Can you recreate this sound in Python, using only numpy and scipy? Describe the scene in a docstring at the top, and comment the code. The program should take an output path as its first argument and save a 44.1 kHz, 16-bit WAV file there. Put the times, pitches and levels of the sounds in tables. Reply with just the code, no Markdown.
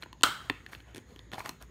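"""First a soft rub and faint ticks, then one loud snap: hands work the lid off a small plastic tub, close up.
After the snap the lid ticks and creaks on its rim, then comes away with rubbing and rattling.
Snap, ticks and creak are short pushes that ring the modes of tub and lid; rubbing feeds the same modes
with dense random slips. Decaying noise makes the echo of a quiet furnished room, over hum and faint hiss."""
import sys
import numpy as np
from scipy import signal
from scipy.io import wavfile

SR = 44100
rng = np.random.default_rng(int(sys.argv[2]) if len(sys.argv) > 2 else 0)


def unload_wav(signal):
    """Save mono or channel-first audio to the path in sys.argv[1] as 16-bit WAV at rate SR, clipped to [-1, 1]."""
    wavfile.write(
        sys.argv[1],
        SR,
        np.round(np.clip(np.atleast_2d(signal).T, -1, 1) * 32767).astype(np.int16),
    )


N = 74970  # length [samples]

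# The lid's catch snaps loose and rebounds:
# (time [s], drive of the five mode groups from low to treble [dB] x 5, favoured pitch [Hz])
SNAP_CONTACTS = [(0.2335, -44.5, -18.5, -16, -14, -17, 3070), (0.2365, -35.5, -23.5, -9.5, -17, -19, 4375),
                 (0.2425, -67, -25.5, -32, -25, -40.5, 1370)]
# Tone curve of the snap: (frequency [Hz], boost or cut [dB])
SNAP_COLOUR = [(120, 10.5), (330, 4), (680, -28), (900, -7.5), (1080, 4), (1370, 8), (1550, -5),
               (2000, -13), (3070, -1.5), (3500, 1.5), (4150, -0.5), (6500, -0.5), (8500, 7), (11000, -2)]
# Light ticks and knocks of the lid:
# (time [s], drive of the five mode groups from low to treble [dB] x 5, favoured pitch [Hz])
TICK_CONTACTS = [(0.0241, -89, -46, -37, -39, -51, 3990), (0.032, -77, -48, -35.5, -44, -60, 1570),
                 (0.0366, -45, -61, -47, -48.5, -51.5, 2960), (0.0598, -48.5, -39.5, -50, -75, -67, 460),
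                 (0.1288, -55, -48, -49, -45.5, -50, 1000), (0.2099, -50, -45, -54, -48.5, -54, 3140),
                 (0.2215, -60, -52, -52, -52, -57, 8700), (0.287, -46, -41, -57, -74, -78, 288),
                 (0.4978, -50, -24, -22.5, -24, -39.5, 2030), (0.5000, -37.5, -39.5, -36, -32.5, -44, 347),
                 (0.5073, -36, -41.5, -49, -57, -67, 2210), (0.6634, -51.5, -65, -44.5, -43, -54, 1853),
                 (0.7316, -54.5, -63, -35, -43.5, -57, 1445), (0.7492, -50, -70, -41, -44, -58, 2890),
                 (0.803, -65.5, -66, -49, -55.5, -62, 3240), (0.9882, -55.5, -61.5, -50, -61, -71, 3100),
                 (1.161, -50.5, -52, -49, -53, -56.5, 3100), (1.1919, -51.5, -50, -53, -50, -60, 3435),
                 (1.317, -55, -48.5, -45, -48.5, -55, 3520), (1.3328, -47.5, -34, -36, -44.5, -54, 680),
                 (1.3350, -36.5, -55, -49, -40.5, -46.5, 232), (1.3427, -56.5, -38, -52, -41, -50, 680),
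                 (1.3814, -64, -33.5, -38, -50.5, -65, 857), (1.3941, -52, -51, -47, -46.5, -44, 1140),
                 (1.4046, -75, -47, -33, -68, -63, 1010), (1.4524, -66, -53, -37, -55, -58, 990),
                 (1.4595, -81, -40, -32.5, -38.5, -43.5, 1290),
                 (1.4926, -46.5, -34, -40, -41.5, -32.5, 4450), (1.6248, -64.5, -50.5, -51, -50, -43, 1350)]
# The lid creaks on the rim, slip by slip: (time [s], level [dB])
CREAK_SLIPS = [(0.947, -46), (0.9598, -46.5), (0.9665, -47), (.972, -51), (0.98, -48)]
# Tone of a creak slip, one value per mode group from low to treble: (offset [dB])
CREAK_COLOUR_DB = [2, -6, 0, -1, -1.5]
# Strokes of skin and lid rubbing on the rim:
# (start [s], length [s], level [dB], tilt about 1 kHz [dB per octave], favoured pitch [Hz])
RUB_STROKES = [(0, 0.055, -55.5, -2, 1570), (0.425, 0.093, -52.5, -6, 1130),
               (0.676, 0.053, -53, -3.5, 2000), (0.711, 0.06, -51, -1, 1400), (0.749, 0.11, -58, -3, 2010),
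               (0.843, 0.15, -56, -5, 2730), (0.948, 0.091, -56.5, -3.5, 310),
               (1.033, 0.25, -60.5, -3, 3870), (1.32, 0.043, -40, -4.5, 3460),
               (1.341, 0.054, -46.5, -4, 700), (1.37, 0.074, -40.5, -3, 1050), (1.433, 0.088, -43, -2, 935),
               (1.468, 0.11, -55, -6, 2004), (1.6, 0.055, -50, -3, 1405)]
# Modes of tub and lid: (frequency [Hz], relative strength when struck [dB], t60 [s])
TUB_MODES = [(120, 1.5, 0.011), (232, 5.5, 0.012), (314.8, 10, 0.02), (466.4, 4, 0.007), (680, -6.5, 0.022),
             (868, 0.5, 0.0079), (1033, 1.5, 0.019), (1370, -1.5, 0.01), (1506, 5.5, 0.0056),
             (1846, 3.5, 0.0081), (2246, -1.5, 0.013), (2610, 2, 0.008), (3070, 2, 0.0086),
             (3496, 3, 0.007), (4203, -3, 0.015), (4630, -4.5, 0.0088), (5635, 3.5, 0.0039),
             (6530, -1, 0.0083), (7650, 3, 0.0024), (8730, -2.5, 0.004), (9710, -7.5, 0.0065),
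             (11210, -6.5, 0.0056), (12200, -7, 0.0093), (13500, -8.5, 0.0033), (15000, -6, .0025)]
# Borders between the five mode groups: (frequency [Hz])
GROUP_EDGES_HZ = [500, 1150, 2500, 5000]
# Room echo band by band: (frequency [Hz], level [dB], t60 [s])
ROOM_BANDS = [(197, -34, 0.34), (400, -40.5, 0.25), (700, -32.5, 0.19), (1050, -36, 0.32),
              (1340, -31, 0.34), (1655, -40, 0.51), (2420, -32.5, 0.32), (3460, -38.5, 0.4),
              (4466, -38.5, 0.3), (8000, -33.5, 0.27), (11960, -36.5, 0.18), (15000, -28, 0.26)]
# Spectrum of the room tone: (frequency [Hz], relative level per Hz [dB])
FLOOR_SPECTRUM = [(20, -73), (40, -49.5), (58, -9), (80, 4.5), (110, 7.5), (200, -2), (476, -7.5),
                  (677, -23), (1020, -12), (1440, -25.5), (1940, -10.5), (2400, -30.5), (3160, -20.5),
                  (5500, -32.5), (8000, -43.5), (12900, -36), (16000, -68)]

CREAK_PITCH_HZ = 9800  # pitch that the slips favour
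MODE_SPREAD_DB = 3  # how much a mode's strength varies from touch to touch
FAVOUR_DB, FAVOUR_OCTAVES = 9.5, 0.2  # lift of the modes nearest a favoured pitch, and its reach
CONTACT_CYCLES = 0.16  # the push on a mode decays with a time constant of half this share of its period
CHATTER_S, CHATTER_DB = 0.0013, -10  # each contact repeats twice: longest gap, level step per repeat
CHATTER_BASS_DB = -15  # extra step for the lowest group: chatter is too light to move it
RUB_PER_S, RUB_SPREAD_DB, RUB_BASS_DB = 36000, 3, -12.5  # slip rate, size spread, lowest group
RUB_RISE = 0.29  # share of a stroke spent swelling
SCATTER_RING = 0.42  # heard from all sides, the snap's modes blur: share of their ring time
CUPPED_DB = -10.5  # the hands shield the small sounds from the room
ROOM_ONSET_S = 0.002  # time constant of the echo's swell
LATE_DB, LATE_T60_S = -21, 1.1  # a weaker, slower second tail
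FLOOR_DB, FLOOR_PATCHY_DB = -57, 3.5  # room tone level, and how far each band wavers
HUM_HZ, HUM_WIDTH_HZ, HUM_DB = 58, 7, -58.5
HISS_HZ, HISS_WIDTH_HZ, HISS_DB = 6690, 520, -74
MIC_LOW_HZ, CUTOFF_HZ, CEILING = 44.9, 16600, 1.3  # bass corner, top stop edge, peak limit


def snap():
    """The catch lets go and rebounds, striking the modes hard."""
    return blows(SNAP_CONTACTS, SNAP_COLOUR)


def snap_echo():
    """The snap spreads into the room with blurred modes; each contact takes its own echo paths."""
    echo = np.zeros(N)
    for contact in SNAP_CONTACTS:
        echo += room(blows([contact], SNAP_COLOUR, SCATTER_RING, spread_db=1))
    return echo


def ticks():
    """Light touches of the lid strike the same modes."""
    return blows(TICK_CONTACTS)


def creak():
    """The lid sticks and slips on the rim; each slip strikes the modes with one shared tone."""
    return blows([(s, *(db + np.array(CREAK_COLOUR_DB)), CREAK_PITCH_HZ) for s, db in CREAK_SLIPS])


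def rubbing():
    """Dense tiny slips dealt at random to the modes; strokes swell and fade, each with its own tone."""
    sizes = from_db(RUB_SPREAD_DB * np.minimum(rng.exponential(1, N), 5))
    signs = rng.choice([-1, 1], N)
    slips = sizes * signs * (rng.random(N) < RUB_PER_S / SR)
    dealt = rng.integers(0, len(TUB_MODES), N)  # which mode each slip drives
    t, out = np.arange(N) / SR, np.zeros(N)
    shapes = [np.interp(t, [s, s + RUB_RISE * length, s + length], [0, 1, 0])
              for s, length, *_ in RUB_STROKES]
    for k, (hz, _, t60) in enumerate(TUB_MODES):
        gain = np.zeros(N)
        for shape, (_, _, db, tilt, pitch_hz) in zip(shapes, RUB_STROKES):
            gain += shape * from_db(db + tilt * np.log2(hz / 1000) + favour(hz, pitch_hz))
        bass = from_db(RUB_BASS_DB * (hz < GROUP_EDGES_HZ[0]))
        ringing = rms_one(ring(slips * (dealt == k), hz, t60))
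        out += bass * gain * ringing / np.sqrt(len(TUB_MODES))
    return out


def blows(contacts, colour=((1, 0),), ring_share=1, spread_db=MODE_SPREAD_DB):
    """Contacts and their brief chatter strike every mode, weighted by group, colour and favoured pitch."""
    rows, out = np.array(contacts), np.zeros(N)
    colour_hz, colour_db = np.transpose(colour)
    chance = rng.standard_normal((len(rows), 3, len(TUB_MODES)))
    lag = np.cumsum(rng.uniform(0.77, 1, (len(rows), 3)), axis=1) * CHATTER_S
    at = ((rows[:, :1] + lag - lag[:, :1]) * SR).astype(int)  # contact and two repeats
    for k, (hz, mode_db, t60) in enumerate(TUB_MODES):
        drive_db = rows[:, 1 + np.searchsorted(GROUP_EDGES_HZ, hz)]
        level = drive_db + mode_db + np.interp(np.log(hz), np.log(colour_hz), colour_db)
        level = level + favour(hz, rows[:, -1])
        step_db = CHATTER_DB + CHATTER_BASS_DB * (hz < GROUP_EDGES_HZ[0])
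        level = level[:, None] + step_db * np.arange(3)
        sign = (-1) ** k  # neighbouring modes start in opposite directions
        clicks = np.zeros(N)
        np.add.at(clicks, at, sign * from_db(level + spread_db * chance[:, :, k]))
        out += ring(clicks, hz, t60 * ring_share) / np.sqrt(ring_share)
    return out


def favour(hz, pitch_hz):
    """Lift in dB of a mode near the pitch that a contact favours."""
    return FAVOUR_DB * np.exp(-(np.log2(hz / pitch_hz) / FAVOUR_OCTAVES) ** 2)


def ring(clicks, hz, t60):
    """Softened clicks push a resonator into a decaying sine."""
    r = from_db(-60 / (t60 * SR))  # decay per sample
    w = 2 * np.pi * hz / SR
    soft = np.exp(-2 * hz / SR / CONTACT_CYCLES)
    pushed = signal.lfilter([1 - soft], [1, -soft], clicks + 1e-18)  # tiny offset avoids denormals
    return signal.lfilter([0, np.sin(w)], [1, -2 * r * np.cos(w), r * r], pushed)


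def room(x):
    """Diffuse echo: noise that swells briefly and dies band by band, with a faint longer tail."""
    t, response = np.arange(SR) / SR, np.zeros(SR)
    hz = np.array(ROOM_BANDS)[:, 0]
    edges = np.r_[hz[0] / 1.5, np.sqrt(hz[1:] * hz[:-1]), hz[-1] * 1.2]
    swell = 1 - np.exp(-t / ROOM_ONSET_S)
    for (_, db, t60), low, high in zip(ROOM_BANDS, edges, edges[1:]):
        fade = from_db(db - 60 * t / t60) + from_db(db + LATE_DB - 60 * t / LATE_T60_S)
        response += band(rng.standard_normal(len(t)), low, high) * fade * swell
    return signal.fftconvolve(x, response)[:N]


def room_tone():
    """Third-octave bands of noise that waver a little, a low hum and a narrow hiss."""
    edges = 20 * 2 ** np.arange(0, 10, 1 / 3)
    white = rng.standard_normal((4, N + SR))  # the first second lets the filters settle
    hz, db = np.transpose(FLOOR_SPECTRUM)
    floor = np.zeros(N)
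    for k, (low, high) in enumerate(zip(edges, edges[1:])):
        level = np.interp(np.log(low * high) / 2, np.log(hz), db)
        wavering = from_db(level + FLOOR_PATCHY_DB * drift(6.6))
        floor += band(white[k % 2], low, high)[SR:] * wavering
    hum = rms_one(band(white[2], HUM_HZ - HUM_WIDTH_HZ / 2, HUM_HZ + HUM_WIDTH_HZ / 2)[SR:])
    hiss = rms_one(band(white[3], HISS_HZ - HISS_WIDTH_HZ / 2, HISS_HZ + HISS_WIDTH_HZ / 2)[SR:])
    return from_db(FLOOR_DB) * rms_one(floor) + from_db(HUM_DB) * hum + from_db(HISS_DB) * hiss


def drift(rate):
    """Slow random wander with unit rms: noise smoothed by two equal poles, at 1/40 of the sample rate."""
    r = np.exp(-80 * np.pi * rate / SR)
    noise = rng.standard_normal(N // 40 + 2002)
    slow = signal.lfilter([1], [1, -2 * r, r * r], noise)[2000:]
    return np.interp(np.arange(N) / 40, np.arange(len(slow)), rms_one(slow))


def band(x, low_hz, high_hz):
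    """Butterworth band-pass."""
    return signal.sosfilt(signal.butter(2, [low_hz, high_hz], "band", fs=SR, output="sos"), x)


def from_db(db):
    """Decibels to gain."""
    return 10 ** (np.asarray(db) / 20)


def rms_one(x):
    """Scale to unit rms."""
    return x / np.sqrt(np.mean(x ** 2) + 1e-20)


def scene():
    """Tub close up, its echo and the room tone."""
    small = ticks() + creak() + rubbing()
    small_echo = room(from_db(CUPPED_DB) * small)
    return (snap() + small + snap_echo() + small_echo + room_tone())[None]


def record(dry):
    """The microphone drops the deepest bass, peaks are rounded, then the top is cut steeply."""
    high_pass = signal.butter(3, MIC_LOW_HZ, "high", fs=SR, output="sos")
    top_cut = signal.cheby2(14, 70, CUTOFF_HZ, fs=SR, output="sos")
    x = signal.sosfilt(high_pass, dry)
    rounded = CEILING * np.tanh(x / CEILING)
    return signal.sosfilt(top_cut, rounded)


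dry = scene()
out = record(dry)
unload_wav(out)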